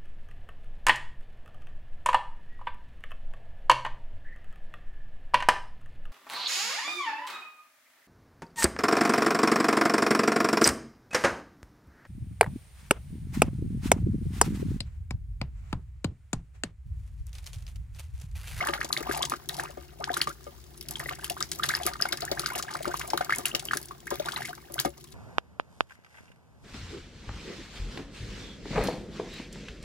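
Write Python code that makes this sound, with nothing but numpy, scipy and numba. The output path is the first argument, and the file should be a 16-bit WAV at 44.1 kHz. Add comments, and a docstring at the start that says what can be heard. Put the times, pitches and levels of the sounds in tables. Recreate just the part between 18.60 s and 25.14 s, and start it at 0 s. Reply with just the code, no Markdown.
"""In a kitchen sink, a thin tap stream breaks on a bathing bird and drips into a plastic bucket.
Each impact on the water radiates a tick; trapped air bubbles ring as damped oscillators whose pitch
climbs as they near the surface. Heavy drops excite the modes of the bucket wall, and fine spray
patters between them over the resonant hum of the sink. The sound is heard from close by at two
ports, left and right, with a short echo from the tiles and a soft room background."""
import sys
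import numpy as np
from scipy import signal
from scipy.fft import rfft, irfft
from scipy.io import wavfile
from scipy.ndimage import uniform_filter1d, map_coordinates
from numba import njit

SR = 44100
rng = np.random.default_rng(int(sys.argv[2]) if len(sys.argv) > 2 else 0)


def digitize_waveform(pressure):
    """Quantize a signal to 16-bit integers and store it at the path in sys.argv[1].

    Rows of a 2-D input are taken as channels; values are limited to [-1, 1].
    """
    field = np.atleast_2d(pressure).T
    bounded = np.clip(field, -1, 1)
    quanta = np.round(bounded * 32767).astype(np.int16)
    wavfile.write(sys.argv[1], SR, quanta)


N = 288414

# Spectral density of the room background: f/Hz, relative level/dB
ROOM_SPECTRUM = [(30, -26), (52, 15.5), (343, -5.5), (665, -5.5), (11000, -17), (15500, -10.5),
                 (16800, -38)]
# Resonances of the sink, lowest first: f/Hz, bandwidth/Hz, relative level/dB
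SINK_MODES = [(62, 27.5, -0.5), (141, 37, -23.5), (233.5, 24, -34.5), (357.3, 106, -25.5)]
# Envelope of the lowest sink resonance: t/s, level/dB
HUM_ENVELOPE = [(0.0, -54.5), (3.24, -54), (6.54, -66)]
# Envelopes of the small drops: t/s, relative gurgle level/dB, relative patter level/dB
SPRAY_ENVELOPES = [(0.0, -26, -50.5), (0.29, -47, -51.5), (0.6, -35.5, -45), (0.84, -56.5, -60.5),
                   (1.0, -36, -47.5), (1.15, -53.5, -62), (1.36, -56, -59.5), (1.56, -46.5, -44.5),
                   (1.78, -56.5, -62), (2.2, -60, -59.5), (2.5, -36, -45.5), (2.89, -60, -53.5),
                   (3.24, -36.5, -46.5), (3.56, -46.5, -60.5), (3.82, -40.5, -48.5), (4.22, -38, -42.5),
                   (4.62, -46.5, -62.5), (5.05, -47.5, -47.5), (5.4, -57.5, -62), (5.55, -42.5, -51),
                   (5.85, -35.5, -48), (6.03, -52.5, -61), (6.2, -55.5, -54), (6.35, -57.5, -57.5)]
# Large bubbles floating up: t/s, peak level/dB, first f/Hz, last f/Hz, duration/s
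RISING_BUBBLES = [(0.032, -28, 973, 2420, 0.017), (0.065, -24.5, 910, 2272, 0.013),
                  (0.175, -36.5, 1310, 2140, 0.013), (0.226, -33.5, 1120, 2040, 0.0116),
                  (0.302, -32.5, 716.4, 2203, 0.0099), (0.424, -38.5, 1280, 2940, 0.015),
                  (0.465, -33.5, 714.5, 1422, 0.016), (0.598, -32, 792, 1470, 0.027),
                  (1.397, -36, 585, 1430, 0.033), (1.435, -30.5, 1160, 2208, 0.0084),
                  (1.473, -36, 705, 1420, 0.014), (1.491, -28, 1272, 2386, 0.0083),
                  (1.524, -38, 890, 1274, 0.026), (1.602, -28, 1061, 2586, 0.0077),
                  (1.688, -39.5, 1087, 1724, 0.034), (3.023, -33, 1200, 2210, 0.0069),
                  (3.09, -24.5, 1160, 2640, 0.024), (3.334, -37, 1327, 2062, 0.011),
                  (3.4, -29, 1011, 1997, 0.0075), (3.834, -32, 1028, 1870, 0.011),
                  (3.991, -34, 914, 1940, 0.01566), (4.147, -25.5, 797, 2378, 0.013),
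                  (4.621, -36, 1260, 2940, 0.0094), (4.73, -25, 1770, 2700, 0.015),
                  (4.912, -35, 2660, 3580, 0.009), (5.477, -32.5, 1533, 2430, 0.0033),
                  (5.65, -38.5, 638.6, 1357, 0.046), (6.154, -39, 550, 1420, 0.018)]
# Drops striking the water: t/s, crack level/dB, body level relative to the crack/dB
SURFACE_IMPACTS = [(0.0712, -21, -7.5), (0.246, -30, 7), (0.3267, -17, -14.5), (0.547, -29.5, 5),
                   (0.574, -23.5, -33), (0.624, -34.5, 17.5), (0.652, -37.5, 18), (0.6974, -14.5, -32),
                   (0.889, -16, -13), (0.943, -36, 4.5), (0.967, -27.5, -8.5), (1.035, -22.5, -28),
                   (1.5403, -30, 9), (1.5718, -17.5, -35), (2.2105, -29, -3), (2.286, -22, -9),
                   (2.309, -17, -43), (2.395, -23, -27), (2.6438, -20, -4), (2.6984, -16.5, -4.5),
                   (2.805, -19.5, -6.5), (2.916, -20, 2), (2.988, -23.5, -30), (3.038, -17.5, -12),
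                   (3.089, -14.5, -10), (3.2644, -7.5, -22.5), (3.335, -29, -2), (3.4122, -20, -8),
                   (3.489, -25, -18), (3.526, -22, 4), (3.5726, -24, -5.5), (3.6065, -22.5, -6),
                   (3.6511, -17.5, -49), (3.715, -22, 1.5), (3.7945, -15.5, -5.5), (3.86, -39, 20),
                   (3.98, -25.5, 0), (4.0254, -34, 13), (4.245, -38, -1), (4.395, -20.5, -7),
                   (4.4762, -24, -37), (4.5029, -23, -1.5), (4.575, -16.5, -6), (4.646, -22.5, -8),
                   (4.749, -23.5, -8), (4.759, -17, -40), (4.784, -12.5, -36.5), (4.8567, -9, -21),
                   (4.882, -20, -29), (4.95, -32.5, 18.5), (4.995, -39.5, 17), (5.053, -18.5, -32),
                   (5.1709, -18, -5.5), (5.2144, -28, -14), (5.256, -29, -23.5), (5.505, -21, -5),
                   (5.597, -41, 14.5), (5.658, -25.5, -3), (5.7198, -33, 7), (6.121, -28, -39),
                   (6.141, -17.5, -48), (6.1996, -12.5, -6.5), (6.249, -32, 4.5)]
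# Bubbles trapped by drops: t/s, peak level/dB, starting f/Hz, rise/(octaves per decay time)
TRAPPED_BUBBLES = [(0.0819, -29.5, 1150, 0.28), (0.0854, -30, 790, 0.3), (0.1352, -16.5, 1238, 0.95),
                   (0.137, -25.5, 3490, 0), (0.2126, -21, 1354, 0.39), (0.3281, -18, 3540, 0.22),
                   (0.366, -24, 1867, 0.22), (0.3741, -20.5, 2930, 0.42), (0.512, -21.5, 1496, 0.12),
                   (0.6289, -20, 3260, 0.14), (0.719, -22, 785, 0.72), (0.7366, -22, 1137, 0.17),
                   (0.8933, -22, 3240, 0.25), (0.997, -20.5, 1380, 0.33), (1.441, -22.5, 2155, 1),
                   (1.502, -28.5, 687, 0.055), (1.5426, -28, 4140, 0.53), (1.568, -17.5, 1295, 0.098),
                   (1.6162, -17, 2770, 0.165), (1.615, -17.5, 4450, 0), (1.6721, -17, 1116, 0.027),
                   (2.356, -27.5, 3192, 0.0092), (2.4, -20.5, 1884, 0.054), (2.458, -30, 1920, 0),
                   (2.49, -28, 1467, 0.85), (2.705, -33.5, 643, 0.16), (2.766, -34.5, 926, 0.46),
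                   (2.8089, -23, 1186, 0.15), (2.826, -18.5, 3870, 0.67), (2.9952, -27, 1190, 0.085),
                   (3.034, -13, 2875, 0.37), (3.04, -19, 1510, 0.29), (3.0907, -20.5, 3635, 0.089),
                   (3.091, -31, 5100, 0), (3.114, -26.5, 1250, 0.26), (3.138, -19, 1623, 0.08),
                   (3.1504, -16, 4610, 0.086), (3.4228, -13.5, 5100, 0), (3.4533, -25, 711, 0.13),
                   (3.455, -20.5, 1380, 0.032), (3.523, -21, 4210, 0.22), (3.487, -33, 2180, 0.0088),
                   (3.528, -20.5, 1408, 0.15), (3.6198, -25.5, 3880, 0.16), (3.6256, -31, 617, 0.19),
                   (3.677, -30, 1572, 0.16), (3.7159, -26, 588.7, 0.1), (3.773, -30, 1437, 0.24),
                   (3.794, -33.5, 1188, 0.13), (3.8603, -22.5, 1310, 0.16), (3.902, -29, 1450, 0),
                   (3.919, -31.5, 965, 0.075), (3.9519, -22.5, 2494, 0.21), (3.9576, -30, 694, 0.12),
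                   (4.083, -29, 1556, 0.16), (4.108, -35.5, 833, 0.024), (4.254, -27, 1051, 0.44),
                   (4.2718, -33.5, 570.3, 0.075), (4.3145, -31, 1565, 0), (4.3408, -23, 897, 0.32),
                   (4.4133, -21.5, 1126, 0.87), (4.502, -28.5, 4900, 0.17), (4.5334, -16, 833, 0),
                   (4.5769, -21.5, 1154, 0.36), (4.608, -20.5, 749, 0), (4.6115, -23.5, 1363, 0.044),
                   (4.695, -18.5, 1158, 0.2), (4.7051, -20, 1660, 0.32), (4.724, -16, 1580, 0.11),
                   (4.855, -15.5, 2632, 0.046), (4.949, -15.5, 4600, 0.39), (5.086, -25, 3050, 0.017),
                   (5.1108, -20.5, 1420, 0.38), (5.134, -16, 1262, 0.19), (5.172, -27, 1490, 0.094),
                   (5.309, -35, 1108, 0.041), (5.47, -31.5, 1528, 0.2), (5.5125, -23, 1002, 0.0093),
                   (5.599, -27, 608, 0.0021), (5.686, -17, 1460, 0), (5.761, -28, 3680, 0.098),
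                   (5.82, -23, 1701, 0.092), (5.85, -29.5, 2040, 0.079), (5.93, -36.5, 1460, 0.11),
                   (6.1812, -24, 1370, 0.079), (6.19, -16, 2640, 0.25), (6.198, -22, 4700, 0.039),
                   (6.2494, -16.5, 723, 0.077)]
# Heavy drops striking the bucket: t/s, relative level/dB
WALL_IMPACTS = [(0.084, -23.5), (0.242, -35.5), (0.403, -28.5), (0.489, -25), (0.721, -33), (0.991, -37),
                (1.172, -34), (1.405, -32), (1.499, -29.5), (1.567, -34.5), (1.672, -33), (1.866, -34),
                (3.252, -26.5), (3.526, -32), (3.622, -31), (3.714, -32), (3.795, -36), (3.955, -38),
                (4.267, -26.5), (4.535, -28), (4.785, -30), (4.938, -28.5), (5.152, -32.5), (5.517, -23),
                (5.595, -42.5), (6.098, -36.5), (6.252, -20.5)]
# Modes of the bucket wall: f/Hz, gain/dB, T60/s
WALL_MODES = [(135, -24, 0.49), (357, -5, 0.13), (411, -6.5, 0.015), (564.4, -4, 0.1), (725, -9.5, 0.12),
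              (1205.4, -2.5, 0.059), (2156, -12, 0.052)]
# Level difference between the ports: f/Hz, left minus right/dB
PORT_BALANCE = [(60, 7.5), (110, -7.5), (200, 11), (380, 9.5), (700, 4), (1290, -0.5), (2380, 1.5),
                (4400, 6.5), (8120, 2.5), (15000, -2)]
# Phase difference between the ports: f/Hz, lead of the left/rad
PORT_PHASE = [(60, 0.76), (150, -1), (300, 0.4), (440, -2.0), (620, -2), (900, -1.73), (1470, -1.33),
              (1750, 1.16), (2100, 1), (3500, 1.72), (5000, 1.44), (9900, 1.5), (11800, -0.36), (15000, -3)]
# Frequency response of the microphone: f/Hz, gain/dB
MIC_RESPONSE = [(36, -4), (55, 1), (2150, 1), (2450, -1), (2800, 1), (5000, 5), (9300, 0.5), (11000, 5.5),
                (13000, -2.5), (15000, 3.5)]

TIME_S = np.arange(N) / SR
BIN_HZ = np.maximum(np.arange(N // 2 + 1) * SR / N, 1.)


def undb(db):
    """Amplitude ratio of a level in decibels."""
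    return 10 ** (np.asarray(db) / 20)


def at_rms(x, db):
    """Normalisation to an rms level."""
    return x * undb(db) / np.sqrt(np.mean(x ** 2))


def envelope(table, column=1):
    """Gain per sample, by interpolation of a dB column over time."""
    rows = np.array(table)
    return undb(np.interp(TIME_S, rows[:, 0], rows[:, column]))


def per_bin(table):
    """Interpolation of (f/Hz, value) rows over log frequency."""
    hz, value = np.transpose(table)
    return np.interp(np.log(BIN_HZ), np.log(np.maximum(hz, 1)), value)


def filtered(x, response):
    """Linear filtering: the spectrum times a frequency response."""
    return irfft(rfft(x) * response, N)


def resonance(hz, width_hz):
    """Response of a damped oscillator, with unit gain at its centre."""
    return 1 / (1 + 1j * (BIN_HZ ** 2 - hz ** 2) / (BIN_HZ * width_hz))


def wander(rate_hz):
    """Slow noise: random steps smoothed by two moving averages."""
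    hold = int(SR / rate_hz)
    steps = np.repeat(rng.standard_normal(N // hold + 1), hold)
    return 5.02 * uniform_filter1d(uniform_filter1d(steps, hold), hold)[:N]


def impulses(t, gain):
    """An impulse train with the given times and weights."""
    return np.bincount((t * SR).astype(int), gain, N)[:N]


def bursts(t, gain, decay_s, rise_s=0.00013):
    """Noise transients with exponential attack and decay."""
    fall, rise = np.exp(-1 / (decay_s * SR)), np.exp(-1 / (rise_s * SR))
    amplitude = signal.lfilter([1 - rise], np.convolve([1, -fall], [1, -rise]), impulses(t, gain))
    return amplitude * rng.standard_normal(N)


def room_background():
    """A diffuse field: soft, wavering noise, uncorrelated between left and right."""
    noise = filtered(rng.standard_normal((2, N)), undb(per_bin(ROOM_SPECTRUM)))
    return at_rms(noise, db=-56.5) * undb(0.8 * wander(rate_hz=4.64))


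def sink_hum(splashes, window_s=0.033):
    """Noise-driven resonance: the lowest mode hums on, the upper ones follow the splash power."""
    power = np.maximum(uniform_filter1d(splashes ** 2, int(window_s * SR)), 1e-12)
    shake = np.sqrt(power) ** 0.39
    lowest, *upper = (at_rms(filtered(rng.standard_normal(N), resonance(hz, width) ** 2), db)
                      for hz, width, db in SINK_MODES)
    return envelope(HUM_ENVELOPE) * lowest + at_rms(shake, db=-29.5) * sum(upper)


def agitation(settle_s=0.019, reference_db=-17.5):
    """Relaxation: each large drop stirs the pool, which settles exponentially to its rest value, 1."""
    t, db = np.transpose([row[:2] for row in TRAPPED_BUBBLES + SURFACE_IMPACTS])
    kicks = impulses(t, undb(db - reference_db))
    return 1 + signal.lfilter([1], [1, -np.exp(-1 / (settle_s * SR))], kicks)


def spray(count=1400, gurgle_spread_db=3.0, patter_spread_db=6.5):
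    """Secondary droplets: random bubbles and ticks, densest just after a large drop throws them up."""
    bubble_draw, size, pitch, rise, tick_draw, body, damping = rng.random((count, 7)).T
    stirred = agitation()
    cumulative_chance = np.cumsum(stirred ** 2) / np.sum(stirred ** 2)
    bubble_t, tick_t = np.interp([bubble_draw, tick_draw], cumulative_chance, TIME_S)
    size = -np.log(1 - 0.96 * size)  # truncated exponential distribution
    hz = 600 * 2 ** (2.2 * pitch ** 1.2)
    decay_s = (1.89 + 7.27 * damping ** 3) / hz  # small bubbles are high and short
    bubbles = plops(bubble_t, undb(gurgle_spread_db * size), hz, 0.55 * rise ** 2, decay_s)
    tick_gain = undb(patter_spread_db * size)
    ticks = slaps(tick_t, tick_gain, tick_gain * body, tilt_spread_db=5.5)
    gurgle = envelope(SPRAY_ENVELOPES, column=1) * at_rms(bubbles, db=-4)
    patter = envelope(SPRAY_ENVELOPES, column=2) * at_rms(ticks, db=1)
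    return stirred ** 0.3 * (gurgle + patter)


@njit
def bubble_tones(rows, burst_octaves):
    """Minnaert resonance: a damped sine glides up as its bubble nears the surface, then bursts."""
    out = np.zeros(N)
    for t, gain, first_hz, rise, decay_s in rows:
        phase, start = 0., int(t * SR)
        for i in range(min(int(7 * decay_s * SR), N - start)):
            age = i / (decay_s * SR)  # in decay times
            hz = first_hz * 2 ** (rise * age)
            if hz > .2 * SR:
                break
            phase += 2 * np.pi * hz / SR
            amplitude = 2.1 * (1 - np.exp(-3 * age)) * np.exp(-age)  # peaks near 1
            burst_fade = np.exp(-(rise * age / burst_octaves) ** 4)
            out[start + i] += gain * amplitude * burst_fade * np.sin(phase)
    return out


def wall_flutter(x, flutter_db=4.0):
    """Modulation: the restless wall of a bubble makes its pitch and level waver."""
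    gain = undb(flutter_db * np.tanh(wander(rate_hz=700) / 3))
    warped_index = np.arange(N) + 0.7 * wander(rate_hz=300)
    return gain * map_coordinates(x, [warped_index], order=1)


def plops(t, gain, hz, rise, decay_s):
    """Air entrainment: each ringing bubble is born in a wet splat of noise."""
    splat = bursts(t, gain, decay_s=0.0059) + bursts(t, undb(-7) * gain, decay_s=0.0098, rise_s=0.0042)
    tones = bubble_tones(np.transpose([t, gain, hz, rise, decay_s]), burst_octaves=2.0)
    return wall_flutter(tones) + filtered(splat, undb(-4) * resonance(1700, 870))


def slaps(t, crack_gain, body_gain, tilt_spread_db):
    """Impact radiation: a bright crack, with a tiny bubble and a collapsing droplet crown as body."""
    tilt = undb(tilt_spread_db * rng.standard_normal(len(t)))
    pitch = rng.random(len(t))
    hz = 2700 * 2 ** (1.2 * pitch)
    tiny_bubbles = np.transpose([t, undb(-2) * body_gain, hz, 0.55 * pitch, 3.44 / hz])
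    crown = bursts(t, undb(-1.5) * body_gain, decay_s=0.002, rise_s=0.0036)
    out = bubble_tones(tiny_bubbles, burst_octaves=2.9)
    out += filtered(crown, undb(5.5) * resonance(3430, 3700))
    for band_hz, width_hz, weight in ((7160, 1770, 1 / tilt), (10900, 3600, tilt),
                                      (14100, 1360, undb(-1) * tilt)):
        crack = bursts(t, weight * crack_gain, decay_s=0.00031, rise_s=0.0012)
        tail = bursts(t, undb(-5.5) * weight * crack_gain, decay_s=0.0019, rise_s=0.00029)
        out += filtered(crack + tail, resonance(band_hz, width_hz))
    return out


def glugs(bend=1.42):
    """Rising resonance: a large bubble floats up, its tone swelling and fading as the pitch climbs."""
    out = np.zeros(N)
    for t, db, first_hz, last_hz, duration_s in RISING_BUBBLES:
        progress = np.linspace(0, 1, max(int(duration_s * SR), 8))
        hz = first_hz * (last_hz / first_hz) ** (progress ** bend)
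        chirp = np.sin(2 * np.pi * np.cumsum(hz) / SR)
        out[int(t * SR):][:len(chirp)] += undb(db) * np.sin(np.pi * progress) * chirp
    return wall_flutter(out)


def surface_impacts():
    """Impact transients of the large drops slapping the water."""
    t, db, body_db = np.transpose(SURFACE_IMPACTS)
    return slaps(t, undb(db), undb(db + body_db), tilt_spread_db=2.5)


def trapped_bubbles(decay_cycles=2.27, quiet_below_db=-24.5):
    """Free oscillation of the air trapped by large drops; low and quiet bubbles decay more slowly."""
    t, db, hz, rise = np.transpose(TRAPPED_BUBBLES)
    lengthening = undb(1.43 * np.clip(quiet_below_db - db, 0, 5))
    decay_s = (0.00046 + decay_cycles / hz) * lengthening
    return plops(t, undb(db), hz, rise, decay_s)


def bucket(splashes, force_db=25, thump_db=-22, thump_decay_s=0.064):
    """Forced vibration: knocks and splashes drive the wall modes; each knock also thumps the sink."""
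    t, db = np.transpose(WALL_IMPACTS)
    strength = undb(db + force_db)
    upper_share = rng.random(len(t))  # where a drop lands decides how hard it drives the upper modes
    sharp = bursts(t, strength * upper_share, decay_s=0.005, rise_s=0.00081)
    dull = bursts(t, strength * (1 - upper_share / 2), decay_s=0.0097, rise_s=0.0031)
    knocks = filtered(sharp, resonance(730, 510)) + filtered(dull, resonance(310, 600))
    force = knocks + undb(4.5) * splashes
    wall = sum(undb(mode_db) * filtered(force, resonance(hz, np.log(1000) / (np.pi * t60_s)))
               for hz, mode_db, t60_s in WALL_MODES)
    sink_hz = SINK_MODES[0][0]
    thump = np.sin(2 * np.pi * sink_hz * TIME_S) * np.exp(-TIME_S / thump_decay_s)
    return wall + signal.fftconvolve(impulses(t, undb(db + thump_db)), thump)[:N]


def tile_echo(x, t60_s=0.11, build_s=0.011, wet_db=-13):
    """Reverberation: reflections from basin and tiles form a short, separate tail at each port."""
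    t = np.arange(int(.3 * SR)) / SR
    decay = np.exp(-np.log(1000) * t / t60_s) * np.minimum(t / build_s, 1)
    tail = rng.standard_normal((2, len(t))) * decay
    tail *= undb(wet_db) / np.sqrt(np.sum(tail ** 2, axis=1, keepdims=True))
    return signal.fftconvolve(x[None], tail, axes=1)[:, :N]


def scene():
    """Superposition at two ports, each with its own colour; the paths shift as landing points vary."""
    splashes = trapped_bubbles() + glugs() + surface_impacts() + spray()
    direct = splashes + bucket(splashes)
    shift_samples = 0.07 * wander(rate_hz=25) * np.array([[1], [-1]])
    near = map_coordinates(direct, [np.arange(N) + shift_samples], order=3) + sink_hum(splashes)
    left = undb(per_bin(PORT_BALANCE) / 2) * np.exp(.5j * per_bin(PORT_PHASE))
    right = 1 / left
    return filtered(near, np.array([left, right])) + tile_echo(splashes) + room_background()


def record(dry, cutoff_hz=16300):
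    """Transduction: the microphone's frequency response, then a steep low-pass."""
    coloured = filtered(dry, undb(per_bin(MIC_RESPONSE)))
    return signal.sosfilt(signal.ellip(10, .2, 80, cutoff_hz, fs=SR, output="sos"), coloured)


dry = scene()
out = record(dry)
digitize_waveform(out)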